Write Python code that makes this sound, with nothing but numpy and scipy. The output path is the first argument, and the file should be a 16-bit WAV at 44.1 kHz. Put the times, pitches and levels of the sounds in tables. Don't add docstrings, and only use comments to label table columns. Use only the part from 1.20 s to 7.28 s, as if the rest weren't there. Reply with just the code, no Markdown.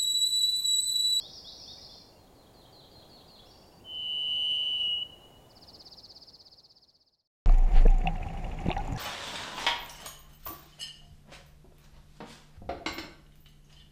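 import sys
import numpy as np
from scipy import signal
from scipy.fft import rfft, irfft
from scipy.io import wavfile
from scipy.ndimage import uniform_filter1d

SR = 44100
rng = np.random.default_rng(int(sys.argv[2]) if len(sys.argv) > 2 else 0)


def output_pcm(signal):
    pcm = np.clip(np.atleast_2d(signal).T, -1, 1) * 32767
    wavfile.write(sys.argv[1], SR, np.round(pcm).astype(np.int16))


def nominal_scale(level):
    x = np.asarray(level, float) / 20
    return 10 ** x


N = 267951

# bend (under 1 = quick start), start_db, end_db
RISE, HOOK, FALL, PLAIN = (1.4, -9.5, 0), (.4, 0, -4.5), (1.6, -6, 0), (1.2, 0.5, -2.2)


def evened(x):
    return x / np.sqrt(np.mean(x ** 2) + 1e-20)


def add(mix, start_s, sound):
    part = mix[round(start_s * SR):][:len(sound)]
    part += sound[:len(part)]


def coloured(points):
    hz, db = np.transpose(points)
    log_hz = np.log(np.fft.rfftfreq(N, 1 / SR) + 1)
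    shape_db = np.interp(log_hz, np.log(hz), db, right=-90)
    return evened(irfft(rfft(rng.standard_normal(N)) * nominal_scale(shape_db), N))


def drift(size, smooth_samples):
    noise = rng.standard_normal(size)
    for _ in range(2):
        noise = uniform_filter1d(noise, smooth_samples)
    return evened(noise)


def note(mix, rows, start_s=0, pitch=1, db=0):
    s, hz, level_db = np.transpose(rows)
    t = np.arange(s[0], s[-1], 1 / SR)
    glide_hz = uniform_filter1d(np.interp(t, s, hz), len(t) // 8) * pitch
    tone = np.sqrt(2) * np.sin(2 * np.pi * (np.cumsum(glide_hz) / SR + rng.random()))
    envelope = nominal_scale(np.interp(t, s, level_db) + db) * signal.windows.tukey(len(t), .3)
    add(mix, start_s + s[0], tone * envelope)


def slur(mix, start_s, length_s, from_hz, to_hz, db, kind):
    bend, start_db, end_db = kind
    u = np.linspace(0, 1, 9)
    hz = from_hz + (to_hz - from_hz) * u ** bend
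    swell_db = start_db + (end_db - start_db) * u
    note(mix, np.transpose([u * length_s, hz, swell_db]), start_s, db=db)


def forest(x, t60_s, gap_s):
    t = np.arange(2 * SR) / SR
    sparse = rng.standard_normal(len(t)) * (rng.random(len(t)) < .05)
    taps = sparse * nominal_scale(-60 * t / t60_s) * (t > gap_s)
    return signal.fftconvolve(x, taps / np.linalg.norm(taps))[:len(x)]


def thrush():
    # s, pitch_hz, level_db
    whistle = [
        (2.651, 3046, -37.5),
        (2.731, 3024, -39),
        (2.899, 2995, -35.5),
        (3.31, 2998, -30.5),
        (3.4, 2985, -32.5),
        (3.56, 2969, -33.5),
        (3.63, 2934, -31),
        (3.729, 2895, -31),
        (3.806, 2940, -35.5),
    ]
    # s, level_db, sidebands_db
    last_push = [
        (3.795, 0, 0),
        (3.81, -4, 0),
        (3.825, 5.5, -8),
        (3.84, 3, -8),
    ]
    # hz, db
    breath = [(1900, -35.5), (2300, -12), (2700, -1), (3000, 0), (3400, -10), (4200, -9.5), (5800, -28)]
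    # level_db, one per offset in beats from the main voice
    faint_db = [-26, -19, -2, -12]
    faint_beats = (-3, -2, 2, 3)
    # level_db below the main voice, one per (multiple, offset in beats)
    overtone_db = [-41.5, -51, -48.5, -39.5, -52, -45]
    overtone_places = ((2, 0), (2, -1), (3, 0), (3, -1), (3, -2), (3, 1))

    s, pitch_hz, whistle_db = np.transpose(whistle)
    t = np.arange(s[0] - .015, last_push[-1][0], 1 / SR)
    size = len(t)
    hz = np.interp(t, s, pitch_hz)
    attack_db, attack_s = -20, .04
    level = np.interp(t, s, whistle_db) + attack_db * np.exp((s[0] - t) / attack_s)
    gap_hz = 145 + .14 * abs(hz - 2970)
    second = -6.3 - .12 * abs(hz - 2988)
    upper = np.clip(-28 + 24.5 * (t - 2.88), -28, -16.5)
    air = -59 + 1.2 * (level + 33.5) - 120 * np.maximum(t - 3.615, 0)

    push_s, push_db, purer_db = np.transpose(last_push)
    level += np.interp(t, push_s, push_db)
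    purer = np.interp(t, push_s, purer_db)
    second, upper = second + purer, upper + purer

    main = 2 * np.pi * np.cumsum(hz + 5.8 * drift(size, 220)) / SR
    beat = 2 * np.pi * np.cumsum(gap_hz + 3.7 * drift(size, 400)) / SR
    tone = np.sin(main) + nominal_scale(second) * np.sin(main - beat) + nominal_scale(upper) * np.sin(main + beat - 2.2)
    for k, db in zip(faint_beats, faint_db):
        feed = second if k < 0 else np.minimum(upper, second - 8)
        tone += nominal_scale(db + 2 * feed + 2 * drift(size, 2000)) * np.sin(main + k * beat)
    strain = nominal_scale(.8 * (level + 32) + np.minimum(second + 11, 0) + .25 * (upper + 22))
    for (multiple, k), db in zip(overtone_places, overtone_db):
        tone += strain * nominal_scale(db + 1.8 * drift(size, 600)) * np.sin(multiple * main + k * beat)
    tone *= np.sqrt(2) * nominal_scale(level + 1.4 + 0.53 * drift(size, 250))
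    tone += nominal_scale(air) * coloured(breath)[:size]

    out = np.zeros(N)
    add(out, t[0], tone * signal.windows.tukey(size, .02))
    near = forest(out, t60_s=.6, gap_s=.035)
    far = forest(out, t60_s=1.75, gap_s=.04)
    return out + nominal_scale(-16) * near + nominal_scale(-25) * far


def trill():
    # s, pitch_hz, level_db
    slide = [(-.010, 5587, -20), (0, 5240, -7), (.008, 4970, -2), (.014, 4497, 0.5), (.018, 4084, 10.5)]
    # s, pitch_hz, level_db
    flick = [(0, 7450, -36), (.003, 5856, -13), (.006, 4500, -3), (.009, 3590, -7)]
    flicks = [
        (0.0154, 1.5),
        (0.0213, -1.5),
    ]
    first_s, period_s, slowing_s = 4.2995, .05895, 4.8e-5
    soft_db, swell_s = -17, 0.2
    out = np.zeros(N)
    for k in range(30):
        start_s = first_s + period_s * k + slowing_s * k ** 2
        db = -42.5 + soft_db * np.exp((first_s - start_s) / swell_s)
        pitch = 1 + .006 * rng.standard_normal()
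        note(out, slide, start_s, pitch, db)
        for late_s, flick_db in flicks:
            note(out, flick, start_s + late_s * pitch ** 4, pitch, db + flick_db)
    add(out, .0055, nominal_scale(-2.5) * out.copy())
    return out + nominal_scale(-11) * forest(out, t60_s=0.56, gap_s=0.027)


def warbler():
    # start_s, length_s, from_hz, to_hz, level_db
    rises = [
        (.005, 0.072, 3220, 4010, -46),
        (.035, .025, 4600, 5050, -58),
        (.24, .065, 3265, 4140, -45),
    ]
    # start_s, length_s, from_hz, to_hz, level_db
    hooks = [
        (.132, 0.02, 5360, 4510, -50),
        (.318, 0.023, 5730, 4360, -50),
        (.472, .06, 3200, 3860, -48.5),
        (.688, 0.0483, 3270, 3625, -55.5),
        (.755, .035, 3560, 3620, -68),
    ]
    # start_s, length_s, from_hz, to_hz, level_db
    falls = [
        (.14, 0.057, 5700, 4470, -46),
        (.372, .078, 5780, 4390, -49.5),
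        (.6, .06, 5790, 4510, -53),
    ]
    # start_s, length_s, from_hz, to_hz, level_db
    links = [
        (0, 0.022, 4930, 4820, -54.5),
        (.13, 0.012, 4960, 5700, -51),
        (.455, 0.0153, 3550, 3090, -61),
        (.58, 0.0133, 4680, 5360, -50),
        (.655, 0.0112, 4800, 3350, -60),
        (.73, 0.019, 3670, 3050, -61),
    ]
    # share of length, share of pitch span, level_db
    stroke = [(0, 1, -2), (0.45, 0.363, -0.5), (.7, 0.05, 0.5), (0.999, 0.022, -1.5)]
    first_s, last_s, strokes = -.25, .97, 24
    bottom_hz, top_hz = 4300, 6050
    lead = round(-first_s * SR)
    clear, chatter = np.zeros(N + lead), np.zeros(N + lead)
    for rows, kind in ((rises, RISE), (hooks, HOOK), (falls, FALL), (links, PLAIN)):
        for start_s, *shape in rows:
            slur(clear, start_s - first_s, *shape, kind)

    share, span, stroke_db = np.transpose(stroke)
    for k, (late, length, top, loud) in enumerate(rng.random((strokes, 4))):
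        start_s = first_s + (k + .8 * late) / strokes * (last_s - first_s)
        hz = bottom_hz + span * (top_hz - bottom_hz) * (.85 + 0.256 * top) - 300 * late ** 2
        rows = np.transpose([share * (0.0137 + 0.026 * length), hz, stroke_db])
        effort_db = -51 + 0.5 * start_s - 110 * max(start_s - 0.7, 0)
        note(chatter, rows, start_s - first_s, db=effort_db + 5.1 * (loud - .5))
    scatter = forest(nominal_scale(-1.5) * clear + nominal_scale(3) * chatter, t60_s=0.59, gap_s=.005)
    return (clear + nominal_scale(-5.5) * chatter + scatter)[lead:]


def far_birds():
    # s, pitch_hz, level_db
    phrase = [
        [(0, 5058, 9), (.015, 4482, -3.5), (.045, 4204, -0.5), (.09, 4053, -2.5)],
        [(.078, 3964, -3.5), (.088, 3590, -4.5), (.1, 3100, -11)],
        [(.085, 4280, -6.5), (.11, 3900, -5), (.13, 3625, -7.5)],
        [(.115, 2975, -9), (.125, 3317, 2), (.133, 3350, -3.5)],
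    ]
    # start_s, pitch_factor, level_db
    phrases = [
        (0.953, 1, -70),
        (1.146, 0.99, -66),
        (1.335, 0.99, -60.5),
        (1.522, 0.99, -58),
        (1.706, 1.01, -60),
        (1.89, 1.006, -59),
        (2.074, 1.02, -56),
    ]
    # s, pitch_hz, level_db
    peep = [(0, 2620, -9.5), (.015, 2780, -6), (.022, 3050, 3)]
    out, peeps = np.zeros(N), np.zeros(N)
    for start_s, pitch, db in phrases:
        for rows in phrase:
            note(out, rows, start_s, pitch * rng.normal(1, .008), db + rng.normal(0, 1))
    add(out, .045, nominal_scale(-13) * out.copy())
    for k in range(10):
        note(peeps, peep, 1.835 + k * .0844, db=-67 + k * .35)
    scatter = forest(nominal_scale(0.2) * out + nominal_scale(-4) * peeps, t60_s=0.84, gap_s=.006)
    return nominal_scale(-1) * out + peeps + scatter


def twitter():
    # start_s, level_db
    high_strokes = [(2.255, -65), (2.29, -64), (2.315, -70), (2.34, -70), (2.37, -65), (2.41, -70),
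                    (2.44, -69), (2.475, -74), (2.51, -71), (2.55, -77)]
    # start_s, level_db
    low_strokes = [(2.305, -58), (2.345, -61.5), (2.41, -62), (2.46, -63), (2.53, -64.5), (2.57, -65)]
    # start_s, length_s, from_hz, to_hz, level_db
    chips = [(.385, .025, 2330, 2410, -74), (0.417, .03, 2540, 2770, -74), (0.572, 0.013, 2340, 2280, -67),
             (0.58, .035, 1940, 2040, -74), (.805, 0.011, 2400, 2260, -72), (.92, 0.046, 2786, 2790, -72.5),
             (.98, .04, 3200, 3310, -76), (1.745, 0.069, 4180, 4158, -58), (1.91, 0.072, 4410, 4440, -63),
             (2.745, .01, 5410, 3800, -68), (3.76, 0.082, 4150, 4000, -78.5), (3.87, .09, 4100, 3950, -78),
             (3.998, .05, 3930, 4150, -77), (4.15, .06, 4000, 4170, -79), (4.233, 0.047, 3480, 3650, -79),
             (4.466, 0.027, 3634, 3530, -73)]
    high_hz, low_hz, stroke_s = (5020, 5770), (4270, 4780), .026
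    out = np.zeros(N)
    for k, (start_s, db) in enumerate(high_strokes):
        slur(out, start_s, stroke_s, *high_hz[::(-1) ** k], db, PLAIN)
    for start_s, db in low_strokes:
        slur(out, start_s, stroke_s, *low_hz, db, HOOK)
    for row in chips:
        slur(out, *row, PLAIN)
    return out + nominal_scale(-1) * forest(out, t60_s=.35, gap_s=.004)


def background():
    # hz, db
    wash = [(20, -4.5), (90, -1), (250, -6.5), (760, -7.5), (1400, -21.5), (2200, -26.5), (6500, -30.5),
            (16000, -32.5)]
    # pitch_hz, level_db
    insect = [(6810, -82)]
    t = np.arange(N) / SR
    out = nominal_scale(-56 + .4 * drift(N, 9000)) * coloured(wash)
    for hz, db in insect:
        out += np.sqrt(2) * nominal_scale(db - 0.5) * np.sin(2 * np.pi * hz * t + 1.3 * drift(N, 2500))
    return out


def scene():
    return (thrush() + trill() + warbler() + far_birds() + twitter() + background())[None]


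def roll_off(x):
    return signal.sosfilt(signal.butter(12, 16630, fs=SR, output="sos"), x)


def record(dry):
    fade_start_s, fade_end_s = 4.43, 6.178
    left = np.clip((fade_end_s - np.arange(N) / SR) / (fade_end_s - fade_start_s), 0, 1)
    return roll_off(dry * left ** 1.55)


dry = scene()
out = record(dry)
output_pcm(out)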